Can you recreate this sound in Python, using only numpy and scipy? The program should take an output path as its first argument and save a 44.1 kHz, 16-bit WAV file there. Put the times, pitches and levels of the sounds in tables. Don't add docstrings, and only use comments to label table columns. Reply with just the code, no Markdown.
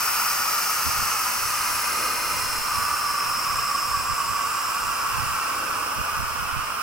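import sys
import numpy as np
from scipy import signal
from scipy.fft import rfft, irfft, next_fast_len
from scipy.io import wavfile
from scipy.ndimage import uniform_filter1d

SR = 44100
rng = np.random.default_rng(int(sys.argv[2]) if len(sys.argv) > 2 else 0)


def file_out(sig):
    cols = np.atleast_2d(sig).T
    lim = np.clip(cols, -1, 1)
    pcm = np.round(lim * 32767).astype(np.int16)
    wavfile.write(sys.argv[1], SR, pcm)


N = 300758
TIME = np.arange(N) / SR

# frequency [Hz], relative spectral density [dB].
YARD_COLOUR = [(15, -7), (35, 1), (80, -0.5), (150, -2), (250, -1), (380, -3), (500, 2), (650, 0.5),
               (1000, -12.5), (2000, -34)]
# frequency [Hz], relative spectral density [dB].
RUSH_COLOUR = [(150, -17), (280, 1.5), (400, -2), (520, 4.5), (750, -4.5), (1200, -18)]
# centre [s], level before the common lift [dB], half-length [s].
RUSHES = [(2.03, -43, 0.07), (2.25, -46, 0.13), (5.57, -45.5, .066), (5.82, -47, 0.18)]
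YARD_DB, HUM_HZ, HUM_PEAK_DB = -46, 84, -60

# frequency [Hz], relative spectral density [dB].
LARGE_EDDY_COLOUR = [(12, 7), (30, -2), (70, 4), (120, -1), (180, -9.5), (280, -23), (600, -46)]
# frequency [Hz], relative spectral density [dB].
SMALL_EDDY_COLOUR = [(80, -5), (150, -2), (250, -5), (400, -27), (700, -38)]
# centre [s], large-eddy level [dB], half-length [s].
PUFFS = [(.878, -23, 0.009), (1.005, -31.5, 0.031), (1.46, -37, .04), (2.52, -37.5, 0.18),
         (2.79, -31, 0.02), (3.56, -34.5, 0.055), (3.95, -32.5, 0.044), (4.125, -30.5, 0.018),
         (4.31, -34.5, 0.021), (5.2, -29, 0.044), (5.31, -36, .03), (5.995, -25, 0.012), (6.21, -29, 0.032),
         (6.42, -32.5, .025), (6.565, -28, .02)]
BREEZE_START_DB, BREEZE_HELD_DB, BREEZE_RISE_S = -58, -47.5, 2.5
GUST_SPREAD_DB, GUST_RATE_HZ = 5, 5

# frequency [Hz], left minus right [dB].
EAR_DIFFERENCE = [(500, 0), (1200, -.5), (2500, -2), (4500, -1), (8000, 3), (12000, 3.4), (15000, -2)]
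# frequency [Hz], diffuse-to-direct ratio [dB],
# to which the overall diffuse level is added.
SCATTER = [(500, -15.5), (1200, -4), (2000, -5.5), (3200, 6), (5000, -4.5), (7500, -3.5), (11000, 5),
           (15000, 24)]
# value at first [ms], change [ms per s].
RIGHT_LEAD = (-.036, .013)
# value at first [dB], change [dB per s].
BALANCE = (0.56, -0.34)
DIFFUSE_DB, HIDDEN_S, HIDING_DB_PER_S = -0.14, 3.85, 2

# frequency [Hz], relative spectral density [dB].
ROAR_COLOUR = [(400, -42), (700, -16), (870, -10), (1020, -2.5), (1180, 1), (1300, 0.5), (1460, -3.5),
               (1750, -15), (2200, -67)]
# frequency [Hz], relative spectral density [dB].
UPPER_ROAR_COLOUR = [(1500, -22), (1850, -4.5), (2250, -3), (2550, 3), (2800, 0.5), (3050, -6),
                     (3300, -10.5), (4000, -26)]
# frequency [Hz], relative spectral density [dB].
HISS_COLOUR = [(2900, -26), (3500, -5.5), (4000, -1.5), (4500, 2.5), (4900, 5), (5200, 12.5), (5900, 3),
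               (6900, 1), (7600, 3), (8250, 3.5), (9400, 5), (10000, -4.5), (12500, -24)]
# frequency [Hz], relative spectral density [dB].
SIZZLE_COLOUR = [(9000, -18), (10500, -3), (10900, 4), (11400, -1.5), (12200, -0.5), (13100, 1), (14900, 0),
                 (16000, -1.5), (17000, -30)]
# level at first [dB],
# loss [dB per s, negative gains], share of the sway [ratio].
JET_PARTS = [(-27, -0.1, 1.1), (-32, 0.58, 0.88), (-28.5, 1.0653, 0.9), (-29, 2.1, 0.54)]
# time [s], level change [dB].
JET_SWAY = [(0, .5), (2.1, -0.27), (2.6, -0.76), (4.1, -1.5), (5.25, 1), (6.8, -0.06)]

# pitch at the loudest
# moment [Hz], width [Hz], peak level [dB], loudest moment [s], half-length [s].
RESONANCES = [(1948, 750, -40, .9, 1.57), (2098, 79, -42, 2.1, 0.31), (4250, 290, -42.5, 2.1, 0.54),
              (5024, 1200, -36.5, .5, 0.63), (5253, 450, -34.5, 3.45, 0.63), (6110, 730, -37, 1.0, 0.73),
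              (7580, 440, -42, 4.3, 0.55), (9300, 83, -46, 2.3, 1.7), (10920, 220, -37.5, 1.9, 0.47),
              (12920, 400, -49, 4.3, 0.62), (13300, 450, -37, .4, 0.81), (14530, 160, -43, .6, .3)]
WHISTLE_HZ, WHISTLE_WIDTH_HZ, WHISTLE_DB, SAG_SHARE_PER_S = 1172.6, 70, -28, .014
WHISTLE_START_S, WHISTLE_ATTACK_S, WHISTLE_HOLD_S, WHISTLE_RELEASE_S = 2.45, 0.36, 1.26, 2.3

LOWPASS_HZ = 15800


def from_db(db):
    return 10 ** (np.asarray(db) / 20)


def rms_one(x):
    return x / np.sqrt(np.mean(x ** 2) + 1e-20)


def coloured(x, spectrum):
    size = next_fast_len(N)
    table_hz, table_db = np.transpose(spectrum)
    bin_hz = np.maximum(np.fft.rfftfreq(size, 1 / SR), 1)
    gain = from_db(np.interp(np.log(bin_hz), np.log(table_hz), table_db))
    return irfft(rfft(x, size) * gain, size)[..., :N]


def noise(spectrum, channels=3):
    (low_hz, low_db), (high_hz, high_db) = spectrum[0], spectrum[-1]
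    closed = [(low_hz / 2, low_db - 40), *spectrum, (high_hz * 2, high_db - 40)]
    return rms_one(coloured(rng.standard_normal((channels, N)), closed))


def drift(rate_hz):
    step = 40
    pole = np.exp(-2 * np.pi * rate_hz * step / SR)
    raw = rng.standard_normal(N // step + 2002)
    slow = signal.lfilter([1], [1, -2 * pole, pole * pole], raw)[2000:]
    return np.interp(np.arange(N) / step, np.arange(len(slow)), rms_one(slow))


def delayed(x, delays_ms):
    finer = 4
    fine = signal.resample_poly(x, finer, 1)
    copies = []
    for ms in delays_ms:
        index = ((TIME - ms / 1000) * finer * SR + .5).astype(int)
        copies.append(fine.take(index, mode="wrap"))
    return np.array(copies)


def swell(t_s, half_length_s):
    return np.exp(-.5 * (t_s / half_length_s) ** 2)


def swells(rows):
    return sum(from_db(db) ** 2 * swell(TIME - s, half_length_s) for s, db, half_length_s in rows)


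def station(side_db=-11, rush_lift_db=2.0, balance_db=-1.5):
    rushes = noise(RUSH_COLOUR, channels=2) * np.sqrt(swells(RUSHES)) * from_db(rush_lift_db)
    mid, side = noise(YARD_COLOUR, channels=2) * from_db(YARD_DB) + rushes
    hum_hz = HUM_HZ + 0.936 * drift(1.8)
    hum_db = HUM_PEAK_DB + 3.8 * drift(1.4)
    hum = np.sin(2 * np.pi * np.cumsum(hum_hz) / SR) * from_db(hum_db)
    ears = np.array([[1], [-1]])
    return (mid + hum + from_db(side_db) * side * ears) * from_db(ears * balance_db / 2)


def wind(left_db=-10, opposed_share=0.87):
    breeze_db = np.interp(TIME, [0, BREEZE_RISE_S], [BREEZE_START_DB, BREEZE_HELD_DB])
    breeze_db = breeze_db + GUST_SPREAD_DB * drift(GUST_RATE_HZ)
    strength = np.sqrt(from_db(breeze_db) ** 2 + swells(PUFFS))
    large = noise(LARGE_EDDY_COLOUR, channels=2) * from_db(4 * drift(45))
    large /= np.sqrt(uniform_filter1d(large ** 2, size=1800))
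    small = noise(SMALL_EDDY_COLOUR, channels=2) * strength / from_db(-18)
    right, left_own = (large + small) * strength
    own_share = np.sqrt(1 - opposed_share ** 2)
    left = from_db(left_db) * (own_share * left_own - opposed_share * right)
    return np.array([left, right])


def at_ears(air):
    lead_ms = RIGHT_LEAD[0] + RIGHT_LEAD[1] * TIME
    balance_db = BALANCE[0] + BALANCE[1] * TIME
    diffuse_db = DIFFUSE_DB + HIDING_DB_PER_S * np.maximum(TIME - HIDDEN_S, 0)
    direct_share = [(hz, -10 * np.log10(1 + from_db(db) ** 2)) for hz, db in SCATTER]
    wash_share = [(hz, -10 * np.log10(1 + from_db(-db) ** 2)) for hz, db in SCATTER]
    direct = delayed(coloured(air[0], direct_share), [lead_ms / 2, -lead_ms / 2])
    wash = coloured(air[1:], wash_share) * from_db(diffuse_db)
    left, right = (direct + wash) * np.sqrt(2 / (1 + from_db(diffuse_db) ** 2))
    left_colour = [(hz, db / 2) for hz, db in EAR_DIFFERENCE]
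    right_colour = [(hz, -db / 2) for hz, db in EAR_DIFFERENCE]
    left = coloured(left, left_colour) * from_db(balance_db / 2)
    right = coloured(right, right_colour) * from_db(-balance_db / 2)
    return np.array([left, right])


def wagon_echoes(air, count=8, echo_db=-12, stretch_per_s=.045):
    gain = from_db(echo_db)
    mid_ms = np.geomspace(2.2, 12, count) * rng.uniform(.9, 1.1, count)
    delays_ms = np.outer(mid_ms, 1 + stretch_per_s * (TIME - TIME.mean()))
    strengths = np.array([drift(0.37) for _ in range(count)])
    strengths /= np.sqrt(np.mean(strengths ** 2, axis=0))
    reflected = signal.lfilter([.8, -.58], [1, -.6], air)
    echoes = np.array([np.sum(strengths * delayed(x, delays_ms), axis=0) for x in reflected])
    return (air + gain * echoes) / np.sqrt(1 + count * gain ** 2)


def breathy_tone(hz, width_hz, at_s):
    lowpass = signal.butter(3, width_hz / 2, fs=SR, output="sos")
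    in_phase, quadrature = signal.sosfilt(lowpass, rng.standard_normal((2, 3, N)))
    t = TIME - at_s
    phase = 2 * np.pi * hz * (t - SAG_SHARE_PER_S * t ** 2 / 2)
    return rms_one(in_phase * np.cos(phase) + quadrature * np.sin(phase))


def resonance_whistles():
    total = 0
    for hz, width_hz, db, peak_s, half_length_s in RESONANCES:
        envelope = from_db(db) * np.sqrt(swell(TIME - peak_s, half_length_s))
        total = total + breathy_tone(hz, width_hz, peak_s) * envelope
    return total


def main_whistle(balance_db=-2.0, diffuse_db=-3.5):
    corners_s = np.cumsum([WHISTLE_START_S, WHISTLE_ATTACK_S, WHISTLE_HOLD_S, WHISTLE_RELEASE_S])
    envelope = np.interp(TIME, corners_s, [0, 1, 1, 0])
    tone = breathy_tone(WHISTLE_HZ, WHISTLE_WIDTH_HZ, WHISTLE_START_S) * envelope * from_db(WHISTLE_DB)
    air = tone * from_db([[0], [diffuse_db], [diffuse_db]])
    return at_ears(air) * from_db(np.array([[1], [-1]]) * balance_db / 2)


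def jet():
    surge_db = .2 * drift(5)
    sway_s, sway_points_db = np.transpose(JET_SWAY)
    sway_db = np.interp(TIME, sway_s, sway_points_db)
    colours = (ROAR_COLOUR, UPPER_ROAR_COLOUR, HISS_COLOUR, SIZZLE_COLOUR)
    total = 0
    for colour, (start_db, loss_db_per_s, sway_share) in zip(colours, JET_PARTS):
        flutter_db = .3 * drift(4)
        level_db = start_db - loss_db_per_s * TIME + sway_share * sway_db + surge_db + flutter_db
        total = total + noise(colour) * from_db(level_db)
    return total


def scene():
    background = station() + wind()
    escaping_air = at_ears(wagon_echoes(jet()) + resonance_whistles())
    return background + escaping_air + main_whistle()


def record(dry):
    return signal.sosfilt(signal.ellip(12, .1, 80, LOWPASS_HZ, fs=SR, output="sos"), dry)


dry = scene()
out = record(dry)
file_out(out)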